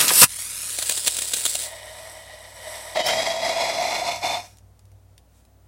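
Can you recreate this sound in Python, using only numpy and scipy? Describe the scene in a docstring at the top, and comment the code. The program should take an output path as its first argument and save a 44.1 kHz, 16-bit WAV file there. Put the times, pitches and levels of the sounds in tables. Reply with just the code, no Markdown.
"""Smoke grenade fuze in an empty can

A fuze fires in a steel canister held over a workbench. The primer's jet swells to a crack, then the
fuze head hisses and spits slag while the can is turned over. The delay charge fizzes inside the open
can, the ignition charge flares into a hollow roar and dies, and last sparks tick over a machine hum."""
import sys
import numpy as np
from scipy import signal
from scipy.fft import rfft, irfft, next_fast_len
from scipy.io import wavfile
from scipy.ndimage import map_coordinates

SR = 44100
rng = np.random.default_rng(int(sys.argv[2]) if len(sys.argv) > 2 else 0)


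def to_wav(s):
    """Save 16-bit WAV."""
    ch = np.atleast_2d(s).T  # columns
    pcm = np.round(np.clip(ch, -1, 1) * 32767)  # PCM
    wavfile.write(sys.argv[1], SR, pcm.astype(np.int16))


N = 250355
TIME = np.arange(N) / SR


# The jet's bright hiss and its fuller body. Each row: frequency in Hz, relative level in dB.
JET_HISS_EQ = [(150, -29.5), (1000, -15.5), (3500, -9.5), (5300, -3), (6700, -9.5), (8000, 0), (9600, -0.5),
               (10500, 0.5), (14300, -6), (15500, -15.5)]
JET_BODY_EQ = [(30, -37.5), (130, -5), (500, -3.5), (800, -6.5), (1150, 1), (2100, -6), (2650, -7),
               (3300, -9.5), (6500, -4.5), (15000, -24.5)]
# The ring of the steel fuze head. Each row: frequency in Hz, width in Hz, relative level in dB.
HEAD_MODES = [(2690, 60, 7.5), (5630, 55, -5), (7770, 64, 1), (9190, 90, 1.5)]

def primer(crack_s=.221, end_s=.2435, attack_s=.011, t60=.022):
    """The primer flashes; its jet swells, blows the vent clear with a crack and rings the fuze head."""
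    gate = held(0, end_s, attack_s, t60)
    flash = amp(-19 - 96.5 * TIME) * gate
    pressure = amp(-9.5 - 100 * np.maximum(crack_s - TIME, 0)) * gate
    crack = held(crack_s, end_s, attack_s, t60)
    hiss_gain = np.linalg.norm([flash, pressure, amp(-9.5) * crack], axis=0)  # stages add in power
    body_gain = np.linalg.norm([amp(-3.5) * flash, amp(-17.5) * pressure, amp(-11) * crack], axis=0)
    hiss = hiss_gain * coloured(turbulence(.59, 150, 2.5, 900), JET_HISS_EQ)
    body = body_gain * coloured(turbulence(.56, 150, 3.5, 900), JET_BODY_EQ)
    jet = hiss + body
    return jet + amp(-15.5) * resonate(jet, HEAD_MODES)


# Pops of slag and gas. Each row: start in seconds, level in dB, centre in Hz, t60 in seconds.
GAS_POPS = [(.002, -15, 3200, 0.15), (.012, -13, 9050, 0.045), (.081, -9.5, 5000, 0.025),
            (.089, -14.5, 3500, 0.059), (.106, -16.5, 1418, 0.042), (.112, -24.5, 452, 0.078),
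            (2.957, -25, 646, .08), (2.97, -25.5, 1900, 0.047), (3.063, -27, 9500, .12),
            (3.087, -20, 1502, 0.081)]

def pops():
    """Pockets of gas burst as the primer and later the ignition charge catch."""
    out = np.zeros(N)
    for start, db, hz, t60 in GAS_POPS:
        burst = signal.lfilter(*signal.iirpeak(hz, Q=1.5, fs=SR), rng.standard_normal(SR // 8))
        add(out, start, amp(db) * decay(t60) * unit(burst))
    return out


# The charge catches, burns and flares once more.
# Each row: start and end in seconds, relative levels of roar and rush in dB.
FLARE_BURNS = [(2.96, 3.002, -25, -35.5), (3.061, 4.137, -26, -30.5), (4.234, 4.353, -25.5, -31.5)]
# Surges and dips in the gas flow. Each row: time in seconds, gain in dB.
FLARE_FLOW = [(3.02, -0.5), (3.09, 2.5), (3.16, -0.5), (3.27, 1), (3.39, -6), (3.45, 2), (3.53, -1),
              (3.64, 2.5), (3.73, -1.5), (3.98, 0.5), (4.045, -4.5), (4.075, -0.5)]
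# The can's hollow roar, before heat bends it. Each row: frequency and width in Hz, relative level in dB.
ROAR_MODES = [(684, 46, 0), (790, 110, -12), (2090, 260, -13.5), (3400, 110, -15), (4000, 110, -15)]
# The rush of gas, before heat bends it. Each row: frequency in Hz, relative level in dB.
RUSH_EQ = [(50, -12), (220, -2.5), (500, -23), (1400, -7.5), (2300, 0), (2950, -13.5), (3400, -3),
           (4450, -10), (5100, 6), (7000, -6.5), (7900, -2), (8800, -11.5), (9600, -7.5), (13500, -16.5),
           (15500, -33.5)]

def flare(rush_lag_s=.008, rumble_hz=(243, 438)):
    """The ignition charge roars in the can; hot gas lifts all its resonances together."""
    roar = rush = 0
    for start, end, roar_db, rush_db in FLARE_BURNS:
        roar += amp(roar_db) * held(start, end, attack_s=.023, t60=.25)
        rush += amp(rush_db) * held(start + rush_lag_s, end, attack_s=.052, t60=.4)
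    rush *= amp(np.interp(TIME, [3.25, 3.5], [3, 0]))  # eases off as the nozzle burns wide
    sound_speed = .935 + .08 * (TIME - FLARE_BURNS[0][0])  # a ratio that scales every frequency
    warmed = lambda x: map_coordinates(x, [np.cumsum(sound_speed)], mode="wrap")
    surge = amp(curves(FLARE_FLOW)[0]) * unit(amp(1.3 * wobble(65)))
    hollow = roar * amp(1.1) * warmed(can_air(turbulence(.4, 30, 1.5, 300), ROAR_MODES))
    rumble = roar * amp(-20.5) * unit(band(turbulence(.96, 30, 2, 200), rumble_hz, order=2))
    gas = rush * amp(-4.5) * warmed(coloured(turbulence(.18, 30, 1.6, 700), RUSH_EQ))
    wall_delay_ms = .647 + .025 * wobble(12)  # the flame wanders between the steel walls
    return surge * (hollow + rumble + echoed(gas, wall_delay_ms, strength=.3))


# Whistles at the nozzle. Each row: start and end in seconds, first and last pitch in Hz, level in dB.
NOZZLE_WHISTLES = [(2.987, 3.149, 2976, 3180, -34), (3.044, 3.075, 4420, 5670, -29),
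                   (3.161, 3.361, 3235, 3330, -39), (4.248, 4.382, 3570, 3570, -36)]

def whistles():
    """Unsteady edge tones, most of them rising, sound as hot gas squeezes past slag in the nozzle."""
    out = np.zeros(N)
    unrest = unit(wobble(130) + 1j * wobble(130))  # shakes both level and phase
    for start, end, from_hz, to_hz, db in NOZZLE_WHISTLES:
        blowing = unrest[(TIME > start) & (TIME < end)]
        phase = 2 * np.pi * np.cumsum(np.linspace(from_hz, to_hz, len(blowing))) / SR
        tone = np.sqrt(2) * np.real(blowing * np.exp(1j * phase))
        add(out, start, amp(db) * signal.windows.tukey(len(blowing), .3) * tone)
    return out


# The hiss with the head facing us, then behind the can. Each row: frequency in Hz, relative level in dB.
FACING_EQ = [(100, -18.5), (900, -19), (1900, -6.5), (2700, -10), (5000, -6.5), (7500, -4), (9500, 2),
             (11500, -5.5), (14000, -13), (15500, -20)]
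BEHIND_EQ = [(100, -47), (400, -17.5), (1000, -22), (2900, -11.5), (4050, -9.5), (4700, -3.5),
             (6500, -11.5), (7900, 3), (8800, -2.5), (9800, -2), (11500, -11), (13500, -20), (15000, -9),
             (15800, -21.5)]
# The bounce off the bench. Each row: time in seconds, delay in milliseconds, strength as a gain.
BENCH_BOUNCE = [(.27, 1.01, .4), (.5, .82, .5), (.78, .67, .42), (1.2, .52, .15)]

def vent():
    """Gas hisses from the fuze head; the turning can shades the head and the bench echo sweeps."""
    angle = np.interp(TIME, [.55, 1], [0, np.pi / 2])
    facing = np.cos(angle) * coloured(turbulence(.9, 51, 3.5, 850), FACING_EQ)
    behind = np.sin(angle) * coloured(turbulence(1, 60, 4.1, 700), BEHIND_EQ)
    return echoed(vent_flow() * (facing + behind), *curves(BENCH_BOUNCE))


def vent_flow(open_s=.295, clear_s=.87, shut_s=1.627):
    """Envelope of the gas at the fuze head: it clears, holds and stops when slag seals the vent."""
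    level_db = np.interp(TIME, [open_s, clear_s], [-34, -30.5])
    return amp(level_db) * held(open_s, shut_s, attack_s=.06, t60=.37)


# Spits of slag. Each row: time of the peak in seconds, level in dB.
SLAG_SPITS = [(0.389, -30), (.789, -19.5), (0.827, -23), (.859, -34.5), (.897, -14), (0.912, -22.5),
              (0.923, -24), (0.979, -23), (1.065, -22), (1.073, -15), (1.0796, -11), (1.168, -28.5),
              (1.19, -20.5), (1.222, -23), (1.338, -17.5), (1.343, -19.5), (1.371, -23), (1.455, -15.5),
              (1.464, -15.5), (1.554, -19)]
# Their sharp, bright tone. Each row: frequency in Hz, relative level in dB.
SPIT_EQ = [(60, -25), (170, -14.5), (600, -4), (1050, -11), (2400, -5.5), (4000, 2), (5200, -6.5),
           (8000, 3.5), (10000, 0.5), (12000, -13.5), (15000, -7.5)]

def spits(half_width_s=.0024):
    """Molten slag sputters through the vent in short grainy bursts, with small sparks between."""
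    bursts = np.zeros(N)
    t = np.arange(SR // 50) / SR - .01
    for peak_s, db in SLAG_SPITS:
        add(bursts, peak_s + t[0], amp(db) / (1 + (t / half_width_s) ** 4))
    crackle = unit(amp(8 * np.tanh(wobble(420))))
    sparks = amp(-3) * vent_flow() * crackle * np.interp(TIME, [.6, .8], [.4, 1])
    return coloured((bursts + sparks) * turbulence(.73, 400, .86, 1800), SPIT_EQ)


# The ride of the fizz. Each row: time in seconds, relative levels of hollow tone and hiss in dB.
FIZZ_LEVELS = [(1.8, -41.5, -47.5), (2.108, -45, -45), (2.286, -45, -53), (2.57, -46, -48.5),
               (2.722, -38.5, -39.5), (2.93, -41.5, -44)]
# The hollow tone of the air in the can. Each row: frequency and width in Hz, relative level in dB.
FIZZ_MODES = [(630, 45, 0), (760, 220, -12), (1930, 190, -7), (2980, 190, -15), (3550, 450, -20)]
# The sizzle on top. Each row: frequency in Hz, relative level in dB.
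FIZZ_EQ = [(100, -14), (1000, 2), (4200, -16), (5600, 2.5), (6700, -13), (8100, 7), (9200, -4), (11000, 1),
           (11400, -6), (12100, -6), (13300, -9), (14100, -11), (15500, -28)]

def fizz():
    """The delay charge burns through into the can, which sounds like a pipe closed at one end."""
    hollow_gain, hiss_gain = amp(curves(FIZZ_LEVELS)) * held(1.66, 2.94, attack_s=.13, t60=.15)
    hollow = hollow_gain * amp(.5) * can_air(turbulence(1.1, 40, 1.5, 400), FIZZ_MODES)
    hiss = hiss_gain * amp(.3) * coloured(turbulence(.44, 40, 1.8, 550), FIZZ_EQ)
    return hollow + hiss


def can_air(eddies, modes):
    """Eddies with little treble ring the can's air; its mouth radiates little below the lowest tone."""
    return unit(band(resonate(eddies, modes), (560, 7000), order=3))


# The last sparks. Each row: start in seconds, relative level in dB.
SPARK_TICKS = [(4.571, -41.5), (4.585, -40), (4.793, -41.5), (4.854, -46), (4.9172, -48), (5.1795, -35.5),
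               (5.451, -45.5)]
# Faint puffs of after-hiss. Each row: time of the peak in seconds, level in dB, half width in seconds.
HISS_PUFFS = [(4.498, -59, .06), (5.375, -65.5, .06)]
# The thin tone of both. Each row: frequency in Hz, relative level in dB.
EMBER_EQ = [(300, -30), (1400, -5.5), (3400, -2), (9200, 0.5), (15000, -10)]

def embers():
    """Last sparks tick against the steel among faint puffs of hiss."""
    ticks = np.zeros(N)
    snap_and_tail = decay(.01) + amp(-17.5) * decay(.058)
    for start, db in SPARK_TICKS:
        add(ticks, start, amp(db - 7) * snap_and_tail)
    puffs = sum(amp(db) * np.exp(-((TIME - peak_s) / half_s) ** 2) for peak_s, db, half_s in HISS_PUFFS)
    return coloured((ticks + puffs) * rng.standard_normal(N), EMBER_EQ)


def workspace(x, t60, wet_db):
    """Close surfaces give a short, dense tail."""
    t = np.arange(SR // 3) / SR
    tail = rng.standard_normal(len(t)) * amp(-60 * t / t60) * (t > .002)
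    return x + amp(wet_db) * signal.fftconvolve(x, tail / np.linalg.norm(tail))[:N]


# The machine's low tones. Each row: pitch in Hz, level in dB.
HUM_TONES = [(59.5, -58), (96.9, -58)]
# Dark room tone. Each row: frequency in Hz, relative level in dB.
ROOM_EQ = [(25, -1), (55, 17.5), (200, 10.5), (400, 3.5), (700, 6.5), (1100, -3), (2700, -11.5),
           (9000, -12), (15000, -14.5)]

def machine_hum(drone_peak_s=4.65, drone_half_s=.42):
    """A machine hums over quiet room tone; a fluttering low drone swells and fades."""
    tone = lambda hz, drift: np.sqrt(2) * np.sin(2 * np.pi * hz * TIME + drift * wobble(3.9))
    hum = sum(amp(db) * tone(hz, drift=.3) for hz, db in HUM_TONES)
    swell = 1 / (1 + ((TIME - drone_peak_s) / drone_half_s) ** 2)
    drone = amp(-50 + 2.5 * wobble(25)) * swell * tone(hz=97, drift=.9)
    return hum + drone + amp(-60.5) * coloured(rng.standard_normal(N), ROOM_EQ)


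def turbulence(flutter_db, flutter_rate, grain_db, grain_rate):
    """White noise of rms 1, roughened by uneven burning: a flutter and fast grains."""
    roughness_db = flutter_db * wobble(flutter_rate) + grain_db * wobble(grain_rate)
    return unit(rng.standard_normal(N) * amp(roughness_db))


def wobble(rate):
    """A smooth random curve, rate knots a second."""
    knots = rng.standard_normal(int(N * rate / SR) + 4)
    fine = signal.resample_poly(knots, 10, 1)
    return np.interp(TIME * rate * 10, np.arange(len(fine)), fine)


def held(start, end, attack_s, t60):
    """An envelope that rises to 1 by start, holds until end and dies by 60 dB in t60."""
    attack = np.clip(1 + (TIME - start) / attack_s, 0, 1) ** 2
    return attack * amp(-60 * np.maximum(TIME - end, 0) / t60)


def decay(t60):
    """A short envelope that dies by 60 dB in t60."""
    return amp(-60 * np.arange(SR // 8) / SR / t60)


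def curves(rows):
    """One automation curve for each column after the time."""
    times, *columns = np.transpose(rows)
    return [np.interp(TIME, times, column) for column in columns]


def filtered(x, response):
    """x shaped by a gain that depends on frequency."""
    size = next_fast_len(N + SR // 2)
    return irfft(rfft(x, size) * response(np.fft.rfftfreq(size, 1 / SR)), size)[:N]


def coloured(x, eq):
    """x through an EQ curve that keeps the power of white noise."""
    hz, db = np.transpose(eq)
    return filtered(x, lambda f: unit(amp(np.interp(np.log(f + 1), np.log(hz), db))))


def resonate(x, modes):
    """x through resonances that together keep the power of white noise."""
    peak = lambda f, hz, width: 1j * f * width / (hz * hz - f * f + 1j * f * width)
    return filtered(x, lambda f: unit(sum(amp(db) * peak(f, hz, width) for hz, width, db in modes)))


def band(x, edges_hz, order):
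    """x through a band-pass filter."""
    return signal.lfilter(*signal.butter(order, edges_hz, "bandpass", fs=SR), x)


def echoed(x, delay_ms, strength):
    """x plus one reflection whose path length changes."""
    return x + strength * map_coordinates(x, [(TIME - delay_ms / 1000) * SR], order=2)


def add(track, start, sound):
    """Mix a short sound into a track at start seconds."""
    part = track[max(round(start * SR), 0):][:len(sound)]
    part += sound[:len(part)]


def amp(db):
    """Decibels to gain."""
    return np.exp(np.asarray(db) * np.log(10) / 20)


def unit(x):
    """Scale to rms 1."""
    return x / np.sqrt(np.mean(np.abs(x) ** 2) + 1e-20)


def scene():
    """The burning fuze in a tight space, over the hum."""
    fuze = primer() + pops() + vent() + spits() + fizz() + flare() + whistles() + embers()
    return (workspace(fuze, t60=.063, wet_db=-9) + machine_hum())[None]


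def record(dry):
    """The microphone overloads softly on the crack and keeps nothing above its band limit."""
    clipped = dry[0] / (1 + np.abs(dry[0]) ** 8) ** (1 / 8)
    return filtered(clipped, lambda hz: hz < 15800)[None]


dry = scene()
out = record(dry)
to_wav(out)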